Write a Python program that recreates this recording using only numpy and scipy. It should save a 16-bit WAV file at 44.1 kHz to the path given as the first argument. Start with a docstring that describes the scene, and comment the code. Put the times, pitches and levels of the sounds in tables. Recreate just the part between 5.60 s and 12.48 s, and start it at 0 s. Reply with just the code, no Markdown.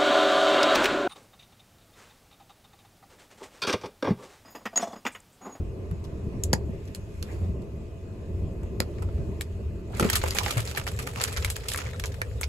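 """A low rumble of train wheels comes through the floor, with the hum of the carriage, air and fans.
This is the small steel vestibule at the end of a moving passenger carriage, heard by a hand-held phone.
Door leaves click and knock in their tracks. After about four seconds the gangway door slides back:
more hiss comes in, and the rubber bellows creak, snap and crackle as their folds stick and slip."""
import sys
import numpy as np
from scipy import signal
from scipy.fft import rfft, irfft, next_fast_len
from scipy.io import wavfile
from scipy.ndimage import uniform_filter1d, map_coordinates

SR = 44100
rng = np.random.default_rng(int(sys.argv[2]) if len(sys.argv) > 2 else 0)


def transcribe(u):
    """Save the signal u as a 16-bit wav file named by the first command-line argument.

    u: samples, shape (n,) or (channels, n), limited to [-1, 1]; the rate is SR.
    q: integer samples, one column per channel.
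    """
    v = np.clip(np.atleast_2d(u).T, -1, 1)
    q = np.round(v * 32767).astype(np.int16)
    wavfile.write(sys.argv[1], SR, q)


N = 303408
TIME_S = np.arange(N) / SR


def amp(db):
    """Turn decibels into a gain."""
    return 10 ** (np.asarray(db) / 20)


def unit(x):
    """Scale a signal to an average (rms) level of 1."""
    return x / np.sqrt(np.mean(x ** 2) + 1e-20)


def along(points, hz):
    """Read a table between its pitches, on an octave scale."""
    pitches, values = np.transpose(points)
    return np.interp(np.log(hz + 1), np.log(pitches + 1), values)


def curves(rows):
    """Join timed rows into one curve for each column after the time."""
    times, *columns = np.transpose(rows)
    return [np.interp(TIME_S, times, column) for column in columns]


def wobble(rate):
    """A smooth curve through `rate` random values a second."""
    coarse = np.arange(0, N + 32, 32)
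    values = rng.standard_normal(int(N * rate / SR) + 4)
    return np.interp(np.arange(N), coarse, map_coordinates(values, [coarse * rate / SR]))


def filtered(x, response):
    """Multiply each frequency of x by response(hz)."""
    size = next_fast_len(N + SR // 2)
    return irfft(rfft(x, size) * response(np.fft.rfftfreq(size, 1 / SR)), size)[..., :N]


def band(x, lo_hz, hi_hz):
    """Keep one range of pitches, boosted so that white noise holds its level."""
    passed = signal.sosfilt(signal.butter(3, [lo_hz, hi_hz], "bandpass", fs=SR, output="sos"), x)
    return passed * np.sqrt(SR / 2 / (hi_hz - lo_hz))


# How alike left and right are: pitch_hz, likeness (0 to 1)
STEREO_LIKENESS = [(60, 0.97), (300, 0.9), (600, 0.66), (1000, 0.19), (1500, 0), (16000, 0)]
def rush(tone, patchy_db):
    """Noise from all around, shaped by a tone table, with random louder and softer patches."""
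    noise = signal.stft(rng.standard_normal((2, N)), nperseg=512)[2]
    patches = uniform_filter1d(rng.standard_normal(noise.shape[1:]), size=6, axis=0)
    patches = uniform_filter1d(patches, size=10, axis=1)
    pair = signal.istft(noise * amp(patchy_db * unit(patches)), nperseg=512)[1][:, :N]
    width = lambda hz: np.arccos(along(STEREO_LIKENESS, hz)) / 2
    mid, side = filtered(pair, lambda hz: amp(along(tone, hz)) * [np.cos(width(hz)), np.sin(width(hz))])
    return unit(np.array([mid + side, mid - side]))


def door_blend():
    """An angle for fading from shut (0) to open (pi / 2) as the gangway door slides back."""
    start_s, end_s = 4.33, 5.29
    return np.interp(TIME_S, (start_s, end_s), [0, np.pi / 2])


# Tone of the wheels: pitch_hz, relative_db
WHEEL_TONE = [(13, -68), (25, -38), (40, -6), (65, 4), (90, 4.5), (124, -7.5), (150, -41), (200, -49),
              (330, -120)]
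def wheel_rumble(level_db):
    """Rolling wheels rumble unevenly through the floor."""
    return amp(level_db + 2.6 * wobble(9.7)) * rush(WHEEL_TONE, patchy_db=0)


# Tone of the carriage body with the gangway shut, and open: pitch_hz, relative_db
BODY_SHUT_TONE = [(71, -6), (120, -3), (194, -2.5), (274, -9.5), (385, -3), (421, -5), (480, -11),
                  (504, -17.5), (541, -13), (653, -16.5), (806, -28.5), (1030, -25.5), (1300, -33.5),
                  (1690, -100), (2860, -120)]
BODY_OPEN_TONE = [(71, -17), (120, -1.5), (216, -16.5), (269, -15), (328, -26), (389, -14.5), (456, -9),
                  (926, -35), (1000, -39), (1300, -32), (1690, -47), (2860, -120)]
def body_drone(level_db):
    """The carriage body drones, changing tone as the gangway opens."""
    shut = np.cos(door_blend()) * rush(BODY_SHUT_TONE, patchy_db=2)
    opened = np.sin(door_blend()) * rush(BODY_OPEN_TONE, patchy_db=1.5)
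    return amp(level_db + 0.89 * wobble(24)) * (shut + opened)


# Rise and fall of the ride noise: time_s, wheel_db, body_relative_db
RIDE_LEVELS = [(0.0, -32, -42), (0.77, -37.5, -40.5), (0.96, -29.5, -40), (1.28, -39, -46.5),
               (1.63, -36.5, -45.5), (1.84, -31, -40.5), (2.11, -41, -44), (2.28, -39.5, -45.5),
               (2.53, -37.5, -45), (2.91, -36.5, -41.5), (3.45, -35.5, -42), (3.62, -27.5, -40.5),
               (3.85, -37, -44.5), (4.85, -35, -43.5), (5.23, -37.5, -43), (5.75, -36.5, -44.5),
               (6.34, -36, -45), (6.59, -37.5, -45), (6.88, -33.5, -49)]
def ride():
    """Wheels and body swell and ease as the train runs."""
    wheel_db, body_db = curves(RIDE_LEVELS)
    return wheel_rumble(wheel_db) + body_drone(body_db + 3)


# Tone of the air: pitch_hz, relative_db
AIR_TONE = [(600, -4.5), (900, -9.5), (1500, -6.5), (2000, -6), (2380, -7), (2550, -6.5), (2780, -5.5),
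            (3000, -12), (4000, -13), (6000, -16), (9000, -18.5), (12000, -15), (14000, -39), (15600, -28),
            (16200, -58)]
# Strength of the draught: time_s, relative_db
DRAUGHT_LEVELS = [(0.0, -64), (0.77, -62.5), (1.46, -61.5), (1.73, -57.5), (1.96, -65), (2.28, -64),
                  (3.2, -63), (3.37, -60.5), (3.6, -60), (4.2, -63.5)]
def air_hiss():
    """A draught hisses softly."""
    return amp(curves(DRAUGHT_LEVELS)[0] + 4 + 0.33 * wobble(5)) * rush(AIR_TONE, patchy_db=2)


# Notes of the fans: pitch_hz, level_db
FAN_NOTES = [(391, -54), (560, -61.5), (656.8, -60.5), (888.2, -68), (1040, -68.5), (1190, -69.5)]
def fan_hum():
    """Fans hum on a few notes that waver slightly, differently left and right."""
    out = np.zeros((2, N))
    for hz, db in FAN_NOTES:
        level = amp(db + 0.83 * np.array([wobble(23), wobble(7.7)]))
        phase = 2 * np.pi * hz * TIME_S + 450 / hz * wobble(11)
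        out += level * np.sin(phase + [[0], [hz / 700]])
    return out


# Notes of the electrical gear: pitch_hz, level_db
POWER_NOTES = [(1997, -77), (2300, -86.5), (2498, -69.5), (2590, -76), (2998, -80)]
def power_whine():
    """The power gear gives a faint, high, wavering whine."""
    out = np.zeros((2, N))
    for hz, db in POWER_NOTES:
        level = amp(db + 2 * np.array([wobble(4), wobble(4)]))
        out += level * np.sin(2 * np.pi * hz * TIME_S + wobble(8) / 2)
    return out


def judder(rate):
    """Stick and slip: a gain that jumps about `rate` times a second and quickly sinks again."""
    slips = (rng.random(N + SR) < rate / SR) * amp(4.3 * np.minimum(rng.exponential(size=N + SR), 2.6))
    sink = amp(-60 * np.arange(SR // 20) / SR / .012)
    return unit(signal.fftconvolve(slips, sink)[:N])


# Timing shared by all snaps. Here and below, fade_s is the time to die away by 60 dB.
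LEAD_SAMPLES, RISE_S = SR // 50, 0.0008
SNAP_TIME_S = (np.arange(SR // 8) - LEAD_SAMPLES) / SR
SNAP_RISE, AFTER_PEAK_S = np.clip(SNAP_TIME_S / RISE_S, 0, 1), np.maximum(SNAP_TIME_S - RISE_S, 0)
def crack(fade_s=0.0035):
    """Stuck surfaces break free with a tiny burst of noise."""
    noise = rng.standard_normal((3, len(SNAP_TIME_S)))  # shared, left, right
    burst = SNAP_RISE ** 3 * amp(-60 * AFTER_PEAK_S / fade_s) * (noise[0] + 0.7 * noise[1:])
    burst[:, LEAD_SAMPLES + round(RISE_S * SR) + np.arange(2)] += [8, -3]  # the break itself
    return 1.83 * burst / np.linalg.norm(burst)


def scrape(fade_s):
    """The surfaces start to creep just before the crack, then slide to a stop."""
    creep = amp(-12 + 60 * np.minimum(SNAP_TIME_S, 0) / 0.01) * (1 - SNAP_RISE)
    slide = SNAP_RISE * amp(-60 * (AFTER_PEAK_S / max(fade_s, .01)) ** 1.12)  # holds, then stops short
    return (creep + slide) * rng.standard_normal((2, len(SNAP_TIME_S)))


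# Notes the frame rings with: pitch_hz, relative_db, fade_s
FRAME_NOTES = [(540, 7.5, 0.035), (904, -6, 0.02), (1305, 0, 0.015), (1728, -4, 0.014), (1857, -2.5, 0.014),
               (2220, -1.5, 0.013), (2810, -9.5, 0.012), (3700, -9, 0.0068), (4240, -1.5, 0.011),
               (4776, 1.5, 0.0073), (5940, -4, 0.0034), (6900, -4, 0.009), (7400, -1, 0.011)]
def frame_ring(favoured_hz, shares_db):
    """A snap makes the frame ring briefly, most strongly near one favoured pitch."""
    hz, db, fade_s = np.transpose(FRAME_NOTES)
    strike_db = np.interp(hz, [1500, 3500, 8000], shares_db) - 18 * np.abs(np.log2(hz / favoured_hz))
    strike_db += 2.5 * rng.standard_normal(len(hz))
    hz = hz * (1 + .012 * rng.standard_normal(len(hz)))  # the folds sit differently each time
    notes = np.sin(2 * np.pi * hz[:, None] * np.maximum(SNAP_TIME_S, 0))
    ring = SNAP_RISE * (amp(db + strike_db) @ (amp(-60 * AFTER_PEAK_S / fade_s[:, None]) * notes))
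    lag = round(rng.normal(0, .0003) * SR)  # each comes from its own direction
    return np.array([ring, np.roll(ring, lag)])


# Door clicks and bellows snaps (levels are relative):
# start_s, level_db, dull_db, bright_db, favoured_hz, scrape_db, scrape_fade_s, left_over_right_db
CLICKS_AND_SNAPS = [(0.312, -41, -4, -8.5, 1490, -17.5, 0.058, 3),
                    (0.441, -42.5, -18, -11, 816, -13.5, 0.094, -1),
                    (0.836, -19, -37, -2, 6740, -30, 0.068, -3),
                    (0.9305, -9.5, -11, -11, 4760, -19, 0.02, 4),
                    (0.9318, -27, 3.5, -20, 900, -29, 0.033, -2),
                    (0.9359, -24.5, 2.5, 7, 1700, -46, 0.023, -1.5),
                    (0.9424, -28, -18, -9, 7100, -24, 0.03, -1),
                    (1.254, -53.5, -20, -2.5, 5800, -16, 0.047, -2),
                    (1.276, -43, -14, -12, 802, -15, 0.07, -5),
                    (1.3481, -24, -13, -6, 3800, -21.5, 0.067, -1),
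                    (1.6261, -21, -14.5, -9.5, 3550, -16.5, 0.031, -4),
                    (2.0193, -48, -12, -10, 1180, -16.5, 0.074, 1),
                    (3.032, -53, 3, -0.5, 914, -17, 0.054, 4),
                    (3.2024, -13.5, -2, -6.5, 4600, -15.5, 0.0076, 0.5),
                    (3.2202, -34, -3, -20, 1260, -23, 0.046, -2),
                    (3.3842, -52.5, -1, -22, 1020, -8.5, 0.056, 1.0),
                    (3.4225, -32, -1.5, -7.5, 940, -19.5, 0.043, -4),
                    (3.488, -43, 2, -16, 990, -30, 0.043, -3), (3.58, -57, 4, -16, 1000, -23, 0.044, -8),
                    (3.8096, -17, -12, -6.5, 2100, -18, 0.041, 0.5),
                    (4.367, -37, -9, -5.5, 1030, -11.5, 0.15, -4),
                    (4.3968, -12.5, -7, -9, 1210, -15, 0.067, 0),
                    (4.4257, -25.5, 1.5, -11, 1260, -15, 0.19, -3),
                    (4.4993, -14, -11, -5.5, 1930, -13.5, 0.032, -1),
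                    (4.5313, -14.5, -15, -11, 1000, -9.5, 0.052, -2.5),
                    (4.5549, -13.5, -16.5, -8.5, 1920, -10, 0.05, 0.5),
                    (4.5612, -12, -10.5, -4.5, 3600, -13.5, 0.067, -1.5),
                    (4.615, -21, -7, -17, 3640, -18, 0.081, 0),
                    (4.6372, -20.5, 0, -7, 925, -22.5, 0.041, -6.5),
                    (4.66, -30.5, -1, -9, 1850, -16, 0.06, 0),
                    (4.678, -20.5, -13, -8.5, 885, -20.5, 0.07, -4),
                    (4.707, -15, -20, -9.5, 4200, -24, 0.099, 1),
                    (4.7486, -23, -11, -2.5, 864, -16, 0.11, -3),
                    (4.768, -18, -11, -21, 1730, -24, 0.071, 0),
                    (4.7854, -5.5, -13, -13, 2650, -19.5, 0.046, -3),
                    (4.8334, -18.5, -26, -9, 1460, -14.5, 0.044, 0),
                    (4.8613, -13.5, -4.5, -16, 2930, -29, 0.071, -6.5),
                    (4.881, -21, -9, -8.5, 1560, -15, 0.16, -2),
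                    (4.9074, -17, -18, -9.5, 1260, -14, 0.047, -2),
                    (4.9706, -22, -3.5, -8.5, 1620, -13.5, 0.11, -0.5),
                    (4.9785, -30, -12, -2, 3600, -16, 0.046, 4),
                    (5.002, -20, -15, -8.5, 1280, -18, 0.068, -2),
                    (5.053, -38, -16, -2, 6630, -14, 0.054, -2),
                    (5.0745, -26, -12, -12, 4650, -15.5, 0.12, -2),
                    (5.096, -37, -20, -5, 5900, -15.5, 0.04, 0),
                    (5.1122, -26.5, -8.5, -11, 2800, -11, 0.043, -5),
                    (5.1493, -30, -8, -18, 4540, -12, 0.051, 8),
                    (5.1609, -26.5, -7, -10, 3300, -15.5, 0.15, -13),
                    (5.1734, -14.5, -5, -7, 2060, -19, 0.075, 0),
                    (5.211, -37.5, 1, -21, 1580, -14, 0.05, -2),
                    (5.267, -26, -3.5, -8.5, 1990, -12, 0.066, 0),
                    (5.281, -28.5, -19, -11, 5270, -10.5, 0.077, -5),
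                    (5.314, -35, -10, -7, 1900, -14, 0.05, 2), (5.3637, -40, -23, -6, 6740, -14, 0.038, 0),
                    (5.374, -35, -7, -16, 2000, -18, 0.04, 0),
                    (5.3892, -21.5, -6, -7, 2260, -18.5, 0.13, -3),
                    (5.4248, -31, -22, -7, 2730, -11.5, 0.052, -1),
                    (5.468, -27.5, -4.5, -7.5, 2290, -11, 0.051, -2.5),
                    (5.4865, -32.5, -6, -10, 1280, -11.5, 0.072, 1),
                    (5.535, -37.5, -1, -4, 2250, -19, 0.036, -6),
                    (5.5586, -31, -5.5, -11, 1950, -13, 0.036, 1),
                    (5.5737, -30.5, -11, -12, 829, -16.5, 0.18, 1),
                    (5.599, -31, -7, -16, 3600, -9, 0.078, -1),
                    (5.608, -19.5, -6.5, -22, 1480, -20, 0.1, 0),
                    (5.6138, -13, -10, -8, 3570, -17.5, 0.13, 0.5),
                    (5.6383, -16, -9, -2, 4460, -19, 0.038, -1.5),
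                    (5.648, -24, -8, -21, 1900, -15, 0.05, -4),
                    (5.675, -25.5, -10, -14, 1670, -15, 0.05, 2),
                    (5.684, -27.5, -5.5, -7, 1900, -19, 0.072, -1),
                    (5.7208, -33, -5, -20, 1290, -16, 0.03, 0),
                    (5.7258, -38.5, -14, -6.5, 1230, -2.5, 0.075, 0),
                    (5.7638, -20.5, -7, -18, 5900, -15.5, 0.073, -3),
                    (5.773, -21.5, -11, -9.5, 1890, -22, 0.15, -6.5),
                    (5.824, -21, -13.5, -17, 1490, -21, 0.043, -1),
                    (5.8464, -10, -11, -8.5, 2400, -18, 0.063, -1),
                    (5.875, -32, -2.5, -12, 2250, -11, 0.072, -2),
                    (5.901, -17, -16, -5.5, 2120, -16, 0.088, 1),
                    (5.957, -30, -15, -14, 4900, -7.5, 0.043, -4),
                    (5.9646, -21.5, -5.5, -4.5, 2420, -21, 0.022, 5),
                    (6.0352, -33, -8, -22, 2800, -17, 0.054, -2),
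                    (6.056, -41.5, -3, -17, 1260, -11, 0.072, -1),
                    (6.0844, -14, -20, -8, 3100, -21, 0.13, -1),
                    (6.117, -19.5, -15, -9, 1690, -17.5, 0.084, -3),
                    (6.134, -21.5, -20, -3, 2840, -21, 0.063, 3),
                    (6.1453, -22.5, -2.5, -14, 1620, -14.5, 0.033, 0),
                    (6.1599, -16.5, -16, -8, 2360, -26, 0.028, 5),
                    (6.1746, -18.5, -19, -7, 1950, -20.5, 0.057, 3),
                    (6.1863, -27, -3.5, -16, 1400, -19, 0.19, 1),
                    (6.208, -31.5, -5, -13.5, 1630, -13.5, 0.069, -7),
                    (6.252, -38.5, -3, -20, 1380, -11.5, 0.13, 2),
                    (6.263, -36, -1, -20, 2200, -14, 0.08, -2), (6.289, -36, -3, -20, 1900, -16, 0.08, 0),
                    (6.333, -35, -1, -18, 2010, -26, 0.04, 1), (6.3608, -32, -12, -19, 2020, -22, 0.04, 7),
                    (6.3965, -21, -15, -9.5, 2160, -20.5, 0.049, 0.5),
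                    (6.438, -20.5, -4.5, -15, 2280, -12.5, 0.036, 0.5),
                    (6.457, -25.5, -18, -8, 5900, -10, 0.054, 1),
                    (6.5185, -40, -15, -17, 2300, -9, 0.036, -3),
                    (6.542, -33.5, -5, -10, 2440, -17.5, 0.034, 2),
                    (6.6165, -17.5, -2, -9.5, 2020, -13.5, 0.021, -1),
                    (6.713, -47, 3, -12, 2300, -17, 0.04, 4),
                    (6.8115, -21.5, -10, -0.5, 1120, -23, 0.051, 3),
                    (6.8319, -16.5, -14, -14.5, 2200, -18, 0.041, -4)]
def snaps():
    """Each click or snap is a crack and a juddering scrape in four pitch ranges, plus the frame's ring."""
    parts = np.zeros((5, 2, N + SR))
    grip = np.pad(judder(rate=350) * 0.83 + 0.56, (0, SR))
    for start_s, db, dull_db, bright_db, favoured_hz, scrape_db, fade_s, pan_db in CLICKS_AND_SNAPS:
        first = round(start_s * SR) - LEAD_SAMPLES
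        span = slice(first, first + len(SNAP_TIME_S))
        snap = crack() + amp(scrape_db) * grip[span] * scrape(fade_s)
        sides = amp(db + np.array([[pan_db / 2], [-pan_db / 2]]))
        shares_db = [dull_db + 9.5, 0, bright_db + 9.5]  # dull, middle, bright
        low_db = shares_db[0] - 4 * max(np.log2(favoured_hz / 1000), 0)  # higher snaps have less bass
        parts[:4, :, span] += amp([low_db, *shares_db])[:, None, None] * sides * snap
        parts[4, :, span] += sides * frame_ring(favoured_hz, shares_db)
    low, dull, middle, bright, rings = parts[..., :N]
    return amp(2) * (amp(-4.5) * band(low, 305, 1200) + amp(-4) * band(dull, 1270, 2590)
                     + band(middle, 2640, 7310) + band(bright, 6235, 12240) + amp(-5.5) * rings)


# Low knocks through the floor and door: start_s, level_db, pitch_hz, swell_s, fade_s
PANEL_KNOCKS = [(0.319, -20.5, 165, 0.0067, 0.097), (0.667, -19, 164, 0.0016, 0.029),
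                (0.9312, -13.5, 478, 0.00091, 0.023), (0.9322, -14.5, 847, 0.00036, 0.017),
                (0.932, -12, 176, 0.0015, 0.05), (1.094, -12.5, 185, 0.0028, 0.028),
                (1.85, -21, 176, 0.004, 0.045), (1.894, -15.5, 169, 0.0028, 0.035),
                (3.203, -17, 204, 0.00025, 0.022), (3.204, -16, 515, 0.00056, 0.02),
                (3.581, -22, 142, 0.005, 0.11), (4.399, -14, 200, 0.0059, 0.046),
                (4.423, -8.5, 170, 0.0038, 0.041), (4.445, -3.5, 194, 0.015, 0.053),
                (4.525, -15.5, 90, 0.011, 0.12), (4.6372, -19, 870, 0.0006, 0.031),
                (4.964, -2, 113, 0.024, 0.075)]
def knocks():
    """Each knock rings a panel: a low note with a weaker, shorter overtone."""
    out, t = np.zeros(N + SR), np.arange(SR // 2) / SR
    for start_s, db, hz, swell_s, fade_s in PANEL_KNOCKS:
        swell = 1 - np.exp(-t / max(swell_s, .0003))
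        fade = amp(-60 * t / fade_s)
        note = np.sin(2 * np.pi * hz * t) + 0.26 * fade * np.sin(2 * np.pi * 2.47 * hz * t)
        out[round(start_s * SR):][:len(t)] += amp(db) * swell * fade * note
    return out[:N]


# Tone of the rubber: pitch_hz, relative_db
RUBBER_TONE = [(300, -1), (700, -3.5), (2000, 0.5), (3500, -1), (6000, -6), (10000, -3), (13000, -5),
               (15500, -21), (17000, -28)]
def rubber_crackle(count=1500):
    """Rubber folds let go in many tiny slips that echo in the room, over a soft rub."""
    when, pitch, size, left, lag = rng.random((count, 5)).T[:, :, None]
    hz, t = 700 * 12.5 ** pitch, np.arange(400) / SR
    size_db = -5.5 * np.maximum(np.log(size + 1e-9), -3.2)  # many small, a few large
    ticks = amp(size_db - 60 * t * hz / 18) * np.sin(2 * np.pi * hz * t)  # gone in 18 cycles
    places = (when * N).astype(int) + np.arange(len(t))
    slips = np.array([np.bincount((places + delay).ravel(), (ticks * np.sqrt(share)).ravel(), N)[:N]
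                      for share, delay in [(left, 0), (1 - left, (30 * lag).astype(int))]])
    slips = unit(filtered(slips, lambda f: amp(along(RUBBER_TONE, f))))
    rub = unit(amp(2 * wobble(30)) * (judder(rate=500) + .4) * rush(RUBBER_TONE, patchy_db=1.8))
    return amp(-8) * (slips + amp(1.5) * room_echo(slips)) + amp(-4.5) * rub


# Soft brushing: peak_s, relative_db, rise_s, fall_s
SOFT_BRUSHES = [(1.72, -51.5, .07, 0.12), (1.855, -56, .05, 0.066)]
# How hard the bellows flex: time_s, relative_db
FLEX_LEVELS = [(4.28, -59), (4.36, -44.5), (4.42, -37.5), (4.53, -33.5), (4.58, -39.5), (4.68, -40),
               (4.82, -34.5), (5.18, -46), (5.39, -47), (5.77, -40), (5.9, -47), (6.31, -47), (6.59, -57.5),
               (6.88, -64)]
def bellows():
    """The rubber brushes softly twice, then crackles in waves as the bellows flex."""
    moves = [[(peak_s - rise_s, db - 13), (peak_s, db), (peak_s + fall_s, db - 23)]
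             for peak_s, db, rise_s, fall_s in SOFT_BRUSHES]
    level = np.zeros(N)
    for rows in (*moves, FLEX_LEVELS):
        silent_before, silent_after = (rows[0][0] - .05, -110), (rows[-1][0] + .05, -110)
        level += amp(curves([silent_before, *rows, silent_after])[0])
    return level * rubber_crackle()


# Tone of the air in the gangway: pitch_hz, relative_db
GANGWAY_TONE = [(500, -13), (1200, -16), (3000, 2), (6000, -5), (10000, -1), (13000, -4), (16000, -19)]
def gangway_hiss():
    """Hiss comes in through the door as it opens."""
    return amp(-58) * np.sin(door_blend()) * rush(GANGWAY_TONE, patchy_db=-5.5)


def door_jolt(start_s=4.4, level_db=-28, hold_s=.065, fade_s=.07):
    """The door lets go and its panel gives a short, low shudder."""
    t = TIME_S - start_s
    shape = np.clip(t / 0.0031, 0, 1) * amp(level_db - 60 * np.maximum(t - hold_s, 0) / fade_s)
    return band(shape * rng.standard_normal(N), 160, 480)


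# How long the vestibule echoes: pitch_hz, fade_s
ROOM_FADES = [(300, 0.21), (2000, 0.092), (6000, 0.096), (12000, 0.096)]
def room_echo(x):
    """The small steel room echoes briefly; low pitches last longest."""
    hz, t, noise = signal.stft(rng.standard_normal((2, SR // 3)), SR, nperseg=256)
    tail = signal.istft(noise * amp(-60 * t / along(ROOM_FADES, hz)[:, None]), SR, nperseg=256)[1]
    delayed = np.pad(x, ((0, 0), (130, 0)))  # about 3 ms
    return signal.fftconvolve(delayed, tail / np.linalg.norm(tail[0]), axes=1)[:, :N]


def scene():
    """The running train, with the door and bellows sounds and their echo on top."""
    clicks, thuds = snaps(), knocks() + door_jolt()
    background = ride() + air_hiss() + fan_hum() + power_whine() + gangway_hiss()
    return background + bellows() + clicks + thuds + room_echo(amp(-11.5) * clicks + amp(-11) * thuds)


# Tone of the phone's microphones: pitch_hz, gain_db
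PHONE_TONE = [(20, 2.5), (15500, -1), (16000, -8), (16900, -22)]
def record(dry):
    """The phone feeds both sides mostly the same high treble, and cuts off the very top."""
    top_hz = 16900
    colour = lambda hz: amp(along(PHONE_TONE, hz)) * (hz < top_hz)
    shared = lambda hz: np.clip((hz - 6000) / 1100, 0, .93)
    # The shared treble reaches the left about a quarter of a millisecond late.
    late = lambda hz: np.exp(np.pi * 1j * (hz - 7000) / 4280 * np.array([[-1], [1]]))
    separate = filtered(dry, lambda hz: colour(hz) * np.sqrt(1 - shared(hz) ** 2))
    mono = dry.sum(axis=0) / np.sqrt(2)
    return separate + filtered(mono, lambda hz: colour(hz) * shared(hz) * late(hz))


dry = scene()
out = record(dry)
transcribe(out)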